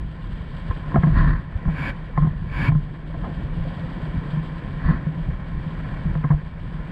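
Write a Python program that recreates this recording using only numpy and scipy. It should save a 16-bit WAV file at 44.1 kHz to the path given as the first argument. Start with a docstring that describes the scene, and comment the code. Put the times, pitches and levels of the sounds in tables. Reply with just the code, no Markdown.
"""First a rushing, bubbling wake and wind buffeting the microphone, close to the surface of open water.
The microphone is in a camera's waterproof case, held out over the side of a towed inflatable.
Slaps of water jolt the case and set its mount booming, white water breaks on it, and two sheets of
spray hiss across it; later, bumps of the ride boom without a splash. The walls of the case muffle
the treble and lend every sound the same hollow resonances."""
import sys
import numpy as np
from scipy import signal
from scipy.fft import rfft, irfft
from scipy.io import wavfile
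from scipy.ndimage import uniform_filter1d, minimum_filter1d

SR = 44100
rng = np.random.default_rng(int(sys.argv[2]) if len(sys.argv) > 2 else 0)


def persist_wave(psi):
    """Save psi, clipped to +-1, as 16-bit WAV."""
    counts = np.round(np.clip(psi, -1, 1) * 32767).astype(np.int16)
    wavfile.write(sys.argv[1], SR, np.atleast_2d(counts).T)


N = 304731
TIME = np.arange(N) / SR

# the wake swells and slackens beside the hull: (time [s], rush [dB], fizz [dB], gurgle [dB])
WAKE_LEVELS = [(0.0, -48, -61, -58.5), (0.5, -44.5, -57.5, -58), (1.05, -39.5, -55.5, -47.5),
               (1.45, -47.5, -65.5, -58.5), (1.75, -41, -60, -50.5), (2.2, -47, -61.5, -52.5),
               (2.45, -48, -62, -54), (3.05, -48, -62, -48), (3.3, -43.5, -58.5, -45),
               (3.7, -43, -56, -42.5), (4.2, -41.5, -56.5, -44.5), (4.7, -42.5, -59, -49),
               (5.45, -44, -60, -50.5), (5.95, -40.5, -57.5, -55), (6.55, -47, -62, -58),
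               (6.85, -43.5, -59.5, -57)]
# gusts on the case: (peak time [s], level [dB], length [s])
WIND_GUSTS = [(0.033, -27.5, 0.11), (0.304, -30, 0.11), (0.6, -33, 0.094), (1.18, -14.5, 0.12),
              (1.308, -18.5, 0.11), (1.88, -28, .06), (2.21, -21, 0.075), (2.403, -30, 0.14),
              (2.68, -24, 0.25), (3.208, -28, 0.089), (3.593, -25.5, 0.14), (4.17, -26.5, 0.058),
              (4.706, -28.5, 0.074), (4.905, -19.5, 0.078), (5.288, -25.5, 0.12), (5.575, -25.5, 0.06),
              (6.1, -23, 0.084), (6.646, -32, 0.051)]
# single eddies that thud on the case: (time [s], level [dB], pitch [Hz])
EDDY_THUDS = [(0.705, -15.5, 65.6), (0.99, -11, 76), (1.561, -16.5, 57.4), (1.683, -15.5, 44.4),
              (4.176, -25, 58), (4.862, -15, 43.6), (6.346, -16.5, 41.4)]
# water slapping the case, right at the microphone:
# (time [s], level [dB], rise [s], gulp relative to the slap [dB], mount boom [dB], boom pitch [Hz])
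WATER_SLAPS = [(0.709, -23.5, 0.0012, -4, -37, 170), (0.918, -26.5, .002, -7, -39, 158),
               (0.941, -20, 0.0028, 1, -14.5, 167), (0.956, -14.5, 0.0016, 7, -8, 177),
               (0.969, -22.5, .002, 2.5, -10, 165), (1.032, -18.5, 0.0022, -3, -11, 157),
               (1.066, -29, 0.0049, 4, -8.5, 160), (1.653, -32.5, 0.00093, -8, -20, 153),
               (1.676, -32, 0.0049, 1.5, -18.5, 175), (2.175, -14.5, 0.00091, -2.5, -14.5, 145.4),
               (2.217, -27, 0.0075, -5.5, -17, 161.6), (2.243, -32, 0.0043, 3, -16, 166),
               (2.268, -31, 0.0017, 2.5, -12, 151), (2.684, -32, 0.0049, 2, -10, 142),
               (2.717, -28.5, 0.0021, -1, -16, 147), (2.749, -31.5, 0.0022, -3.5, -12.5, 146.8),
               (3.139, -36.5, 0.0025, 9, -24, 149), (3.233, -28.5, 0.01, 0, -33, 135),
               (4.881, -23, .0058, -2, -13.5, 159.5), (6.152, -25.5, 0.001, -5, -18.5, 154.5),
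               (6.239, -23, 0.0022, -2, -16.5, 148), (6.301, -23, 0.0058, -4, -11, 149.7)]
# white water on the case: (peak time [s], level [dB], rise by 20 dB [s], fall by 20 dB [s])
WATER_SURGES = [(1.19, -27, 0.089, .23), (2.199, -46, 0.051, 0.52), (4.884, -31.5, .1, 0.12)]
# sheets of spray across the case: (end time [s], drumming [dB], hiss [dB])
SPRAY_SHEETS = [(1.906, -37, -41.5), (2.687, -34, -39)]
# bumps of the ride, carried in through the mount: (time [s], level [dB])
RIDE_BUMPS = [(4.025, -21.5), (4.178, -25), (4.328, -20.5), (4.368, -17.5), (5.065, -20), (5.172, -25),
              (5.278, -23.5), (5.66, -22), (6.052, -19.5), (6.74, -25.5)]

# resonances around the microphone: (frequency [Hz], width [Hz], gain [dB])
STRUCK_CASE_MODES = [(604, 150, -6.5), (1049, 68, 13.5), (970, 64, -7), (1236, 120, 0.5), (1616, 96, 0.5),
                     (1690, 91, -17.5)]  # the case when struck
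GULP_MODES = [(254, 88, 12), (292, 50, -8.5), (479, 28, 2), (674, 58, 4.5), (784, 79, -20.5)]  # the lower ones that a heavy lump of water wakes
WALL_MODES = [(274, 54, -4), (572, 21, -10.5), (774, 140, -15.5), (1033, 136, -4), (1636, 190, -3),
              (1683, 65, -6), (2264, 67, 3), (3220, 240, -17), (4480, 240, -14.5)]  # the wall under spray
SHELL_MODES = [(528, 75, -8.5), (667, 33, -11), (1052, 45, -10), (1317, 44, -11.5), (1754, 30, -7),
               (2260, 70, -11), (3180, 110, -10), (4640, 160, -8.5), (6940, 78, -9)]  # narrow notes that colour all that passes through the shell

# tone of each source from inside the case: (frequency [Hz], relative level [dB])
RUSH_SPECTRUM = [(150, 2.5), (250, -3), (400, -11), (520, -11), (650, -12), (830, -13.5), (1030, -9.5),
                 (1200, -19.5), (1500, -12.5), (1900, -12.5), (2080, -21.5), (2280, -16.5), (2600, -25.5),
                 (3400, -35.5)]
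GURGLE_SPECTRUM = [(200, -1.5), (290, 1.5), (400, -8.5), (520, -7), (800, -14), (1100, -16.5)]
FIZZ_SPECTRUM = [(2300, -22), (2800, -1), (3200, 0), (4000, -9.5), (4700, -12.5), (5150, -21), (6500, -39),
                 (7300, -25.5), (8100, -20), (9300, -36.5), (12000, -35), (15000, -48)]
BUFFET_SPECTRUM = [(10, -19), (22, -7.5), (32, 3.5), (50, -0.5), (75, -5.5), (110, -7), (200, -19.5),
                   (400, -36)]
ROAR_SPECTRUM = [(70, 13), (160, 14.5), (300, 13), (450, -12.5), (650, 3), (800, -7.5), (1060, 12),
                 (1250, 1), (1700, 8), (1950, 5.5), (2100, -7), (2900, -16), (4600, -20.5), (5100, -35.5),
                 (8000, -58.5)]
HISS_SPECTRUM = [(150, -8), (300, 3), (700, -10), (1500, 1), (2500, -1), (3300, -10), (4000, -17.5),
                 (4800, -16.5), (5200, -22), (6250, -34), (7000, -25), (9400, -34), (11200, -29),
                 (15000, -45)]
# tone laid over the resonances of the mount and the wall: (frequency [Hz], relative level [dB])
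SHAKE_TONE = [(90, -4.5), (150, 4), (200, -3), (300, -4.5)]
DRUMMING_TONE = [(200, 19.0), (2400, 9.0), (4700, -6.5), (5400, -29.5), (15000, -35)]

MOUNT_HZ = 157.8  # the mount's own note


def undb(db):
    """Decibels to gain."""
    return 10 ** (np.asarray(db) / 20)


def unit(x):
    """Scale to rms 1."""
    return x / np.sqrt(np.mean(x ** 2) + 1e-20)


def noise():
    """White noise."""
    return rng.standard_normal(N)


def wander(rate_hz):
    """Smooth random drift of rms 1 that turns about rate_hz times a second."""
    step = max(int(SR / rate_hz), 1)
    held = np.repeat(rng.standard_normal(N // step + 1), step)
    return unit(uniform_filter1d(held, step)[:N])


def colour(x, spectrum):
    """Filter by (frequency [Hz], level [dB]) points, falling away beyond both ends; rms 1."""
    hz, db = np.transpose(spectrum)
    log_hz = np.log(np.fft.rfftfreq(N, 1 / SR) + 1)
    beyond = np.maximum(np.log(hz[0]) - log_hz, 0) + np.maximum(log_hz - np.log(hz[-1]), 0)
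    gain = undb(np.interp(log_hz, np.log(hz), db) - 26 * beyond)
    return unit(irfft(rfft(x) * gain, N))


def resonate(x, modes):
    """Ring parallel resonances: (frequency [Hz], width [Hz], gain [dB])."""
    return sum(undb(db) * signal.lfilter(*signal.iirpeak(hz, hz / width, fs=SR), x)
               for hz, width, db in modes)


def steady(x, span_s):
    """Hold the rms of a narrow-band noise near 1 over stretches of span_s."""
    return x / np.sqrt(uniform_filter1d(x ** 2, int(span_s * SR)) + 1e-6)


def add(out, start_s, sound):
    """Mix a sound in at a time."""
    start = max(int(start_s * SR), 0)
    out[start:start + len(sound)] += sound[:max(N - start, 0)]


def muffle(x, edge_hz=2050):
    """The case passes little of a blow above its highest strong resonance."""
    return signal.sosfilt(signal.cheby1(6, 1, edge_hz, fs=SR, output="sos"), x)


def bubbles(low_hz, high_hz, cycles, glide, spread_db, count):
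    """Trapped bubbles ring for some cycles and rise in pitch as they near the surface."""
    out = np.zeros(N)
    for when, pitch, size, life in rng.random((count, 4)):
        hz = low_hz * (high_hz / low_hz) ** pitch
        length_s = cycles * (.5 + life) / hz
        t = np.arange(int(length_s * SR)) / SR
        phase = 2 * np.pi * hz * t * (1 + glide * t / length_s / 2)
        ring = np.sin(phase) * np.exp(-np.log(100) * t / length_s)
        strength = hz * undb(spread_db * min(-np.log(1 - size), 4))
        add(out, when * N / SR, ring * strength)
    return unit(out)


def drops(per_s, spread_db):
    """Impacts of drops at random moments: many small, a few large."""
    size = undb(spread_db * np.minimum(rng.exponential(size=N), 5))
    hits = rng.random(N) < per_s / SR
    return unit(hits * size * np.sign(noise()))


def wake_gains():
    """Strength of the wake's rush, fizz and gurgle over time."""
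    times, *levels = np.transpose(WAKE_LEVELS)
    return [undb(np.interp(TIME, times, db)) for db in levels]


def wake():
    """Close beside the hull: churning, bubbling water, drops tapping the case, foam bursting."""
    rush = colour(noise() * undb(wander(70)), RUSH_SPECTRUM)
    trapped = bubbles(220, 1200, cycles=26, glide=0.35, spread_db=2.0, count=700)
    gurgle = colour(noise() * undb(2.3 * wander(25)) + undb(-6.5) * trapped, GURGLE_SPECTRUM)
    taps = muffle(resonate(drops(per_s=220, spread_db=2.0), STRUCK_CASE_MODES))
    foam = noise() + undb(-2.5) * drops(per_s=900, spread_db=3.5)
    fizz = colour(foam * undb(1.5 * wander(30)), FIZZ_SPECTRUM)
    churn = undb(2.5) * rush + undb(-10) * unit(taps)
    rush_gain, fizz_gain, gurgle_gain = wake_gains()
    return churn * rush_gain + fizz * fizz_gain + gurgle * gurgle_gain


def gust_pressure():
    """Pressure of all gusts over time, each a bell-shaped swell."""
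    return sum(undb(db) * np.exp(-2 * ((TIME - peak_s) / length_s) ** 2)
               for peak_s, db, length_s in WIND_GUSTS)


def wind(breeze_db=-33.5, wander_db=2.0):
    """Eddies of the steady air stream and of the gusts buffet the case."""
    buffet = steady(colour(noise(), BUFFET_SPECTRUM), span_s=0.1)
    breeze = undb(breeze_db + wander_db * wander(12))
    return buffet * np.hypot(breeze, gust_pressure())


def mount_shake(water_db=6, gust_db=-7):
    """Wake, white water, spray and gusts keep the mount shaking at its own low note."""
    shake = resonate(colour(noise(), SHAKE_TONE), [(MOUNT_HZ, 32, 0)])
    rush_gain, _, gurgle_gain = wake_gains()
    drumming_gain, _ = spray_gains()
    water = np.hypot(rush_gain + gurgle_gain, surge_gain() + drumming_gain)
    drive = np.hypot(undb(water_db) * water, undb(gust_db) * gust_pressure())
    return steady(shake, span_s=0.17) * drive


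def thuds(width_cycles=0.44):
    """An eddy passing the case sucks and then pushes once."""
    out = np.zeros(N)
    for time_s, db, hz in EDDY_THUDS:
        cycles = (TIME - time_s) * hz
        swell = np.exp(-2 * np.minimum((cycles / width_cycles) ** 2, 20))
        out += undb(db + 6.0) * np.sin(2 * np.pi * cycles) * swell
    return out


def splash(t, rise_s, tail_db, tail_s, lead_db=-19, lead_s=0.011):
    """Water wets the case, presses harder from t = 0 to rise_s and lets go; fragments patter after."""
    after = np.maximum(t, 0)
    wetting = undb(lead_db) * np.exp(-np.abs(t) / lead_s)
    press = after / rise_s * np.exp(1 - after / rise_s)
    fragments = undb(tail_db) * (1 - np.exp(-after / rise_s)) * np.exp(-after / tail_s)
    return rng.standard_normal(len(t)) * (wetting + press + fragments)


def boom(t, hz, t60_s, lag_s=0.0031, push_s=0.0025, gain_db=6):
    """Pushed at t = 0, the whole case swings on its mount and settles."""
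    after = np.maximum(t - lag_s, 0)
    envelope = (1 - np.exp(-after / push_s)) * np.exp(-np.log(1000) * after / t60_s)
    return -undb(gain_db) * np.sin(2 * np.pi * hz * after) * envelope


def slaps(boom_t60_s=0.15, halving_db=6.5):
    """Each slap clacks and gulps in the case, right at the microphone, and sets the mount booming."""
    t = np.arange(-.04, .5, 1 / SR)
    out = np.zeros(N)
    for time_s, slap_db, rise_s, gulp_db, boom_db, boom_hz in WATER_SLAPS:
        sharp_blow = splash(t, rise_s, tail_db=-18.0, tail_s=.03)
        heavy_blow = splash(t, 2.07 * rise_s, tail_db=-21.5, tail_s=0.027)
        clack = muffle(resonate(sharp_blow, STRUCK_CASE_MODES))
        gulp = muffle(resonate(heavy_blow, GULP_MODES), edge_hz=890)
        splat = clack / np.max(np.abs(clack)) + undb(gulp_db) * gulp / np.max(np.abs(gulp))
        t60_s = boom_t60_s * .5 ** (gulp_db / halving_db)  # the water's weight damps the swing
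        add(out, time_s + t[0], undb(slap_db) * splat + undb(boom_db) * boom(t, boom_hz, t60_s))
    return out


def surge_gain():
    """Strength of the white water on the case: each surge swells and falls away."""
    return sum(undb(db - 20 * np.maximum((peak_s - TIME) / rise_s, (TIME - peak_s) / fall_s) ** 2)
               for peak_s, db, rise_s, fall_s in WATER_SURGES)


def surges():
    """White water and wind break on the case in a ragged roar."""
    white_water = noise() + undb(2.5) * drops(per_s=1500, spread_db=2.0)
    roar = colour(white_water * undb(1.3 * wander(130)), ROAR_SPECTRUM)
    return undb(1.0) * roar * surge_gain()


def spray_gains(build_s=0.16, crest_lead_s=0.038, cut_s=0.025):
    """Strength of drumming and hiss: each sheet builds to a rounded crest, then stops suddenly."""
    drumming, hiss = np.zeros((2, N))
    for end_s, drumming_db, hiss_db in SPRAY_SHEETS:
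        crest_db = -20 * ((TIME - end_s + crest_lead_s) / build_s) ** 2
        cut_db = -20 * np.maximum(TIME - end_s, 0) / cut_s
        drumming += undb(drumming_db + crest_db + cut_db)
        hiss += undb(hiss_db + crest_db + cut_db)
    return drumming, hiss


def spray():
    """A dense sheet of droplets drums and hisses directly on the wall of the case."""
    patter = (noise() + drops(per_s=4800, spread_db=2.5)) * undb(0.81 * wander(120))
    drumming = colour(resonate(patter, WALL_MODES), DRUMMING_TONE)
    hiss = colour(patter, HISS_SPECTRUM)
    drumming_gain, hiss_gain = spray_gains()
    return undb(4.5) * drumming * drumming_gain + undb(1.5) * hiss * hiss_gain


def bumps():
    """The ride jolts the mount into a dry boom at its own note."""
    out = np.zeros(N)
    swing = boom(TIME[:SR // 2], MOUNT_HZ, t60_s=0.23)
    for time_s, db in RIDE_BUMPS:
        add(out, time_s, undb(db) * swing)
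    return out


def scene():
    """Water and wind at close range, reaching the one microphone through the shell of the case."""
    outside = wake() + wind() + mount_shake() + thuds() + slaps() + surges() + spray() + bumps()
    return (outside + resonate(outside, SHELL_MODES))[None, :]


def record(dry, ceiling=0.57, hold_s=0.021, top_hz=15400):
    """The camera's limiter turns down the biggest swings; the top is cut."""
    hold = int(hold_s * SR)
    needed_gain = ceiling / np.maximum(np.abs(dry), ceiling)
    gain = uniform_filter1d(minimum_filter1d(needed_gain, hold), hold)
    lowpass = signal.ellip(8, .2, 70, top_hz, fs=SR, output="sos")
    return signal.sosfilt(lowpass, dry * gain)


dry = scene()
out = record(dry)
persist_wave(out)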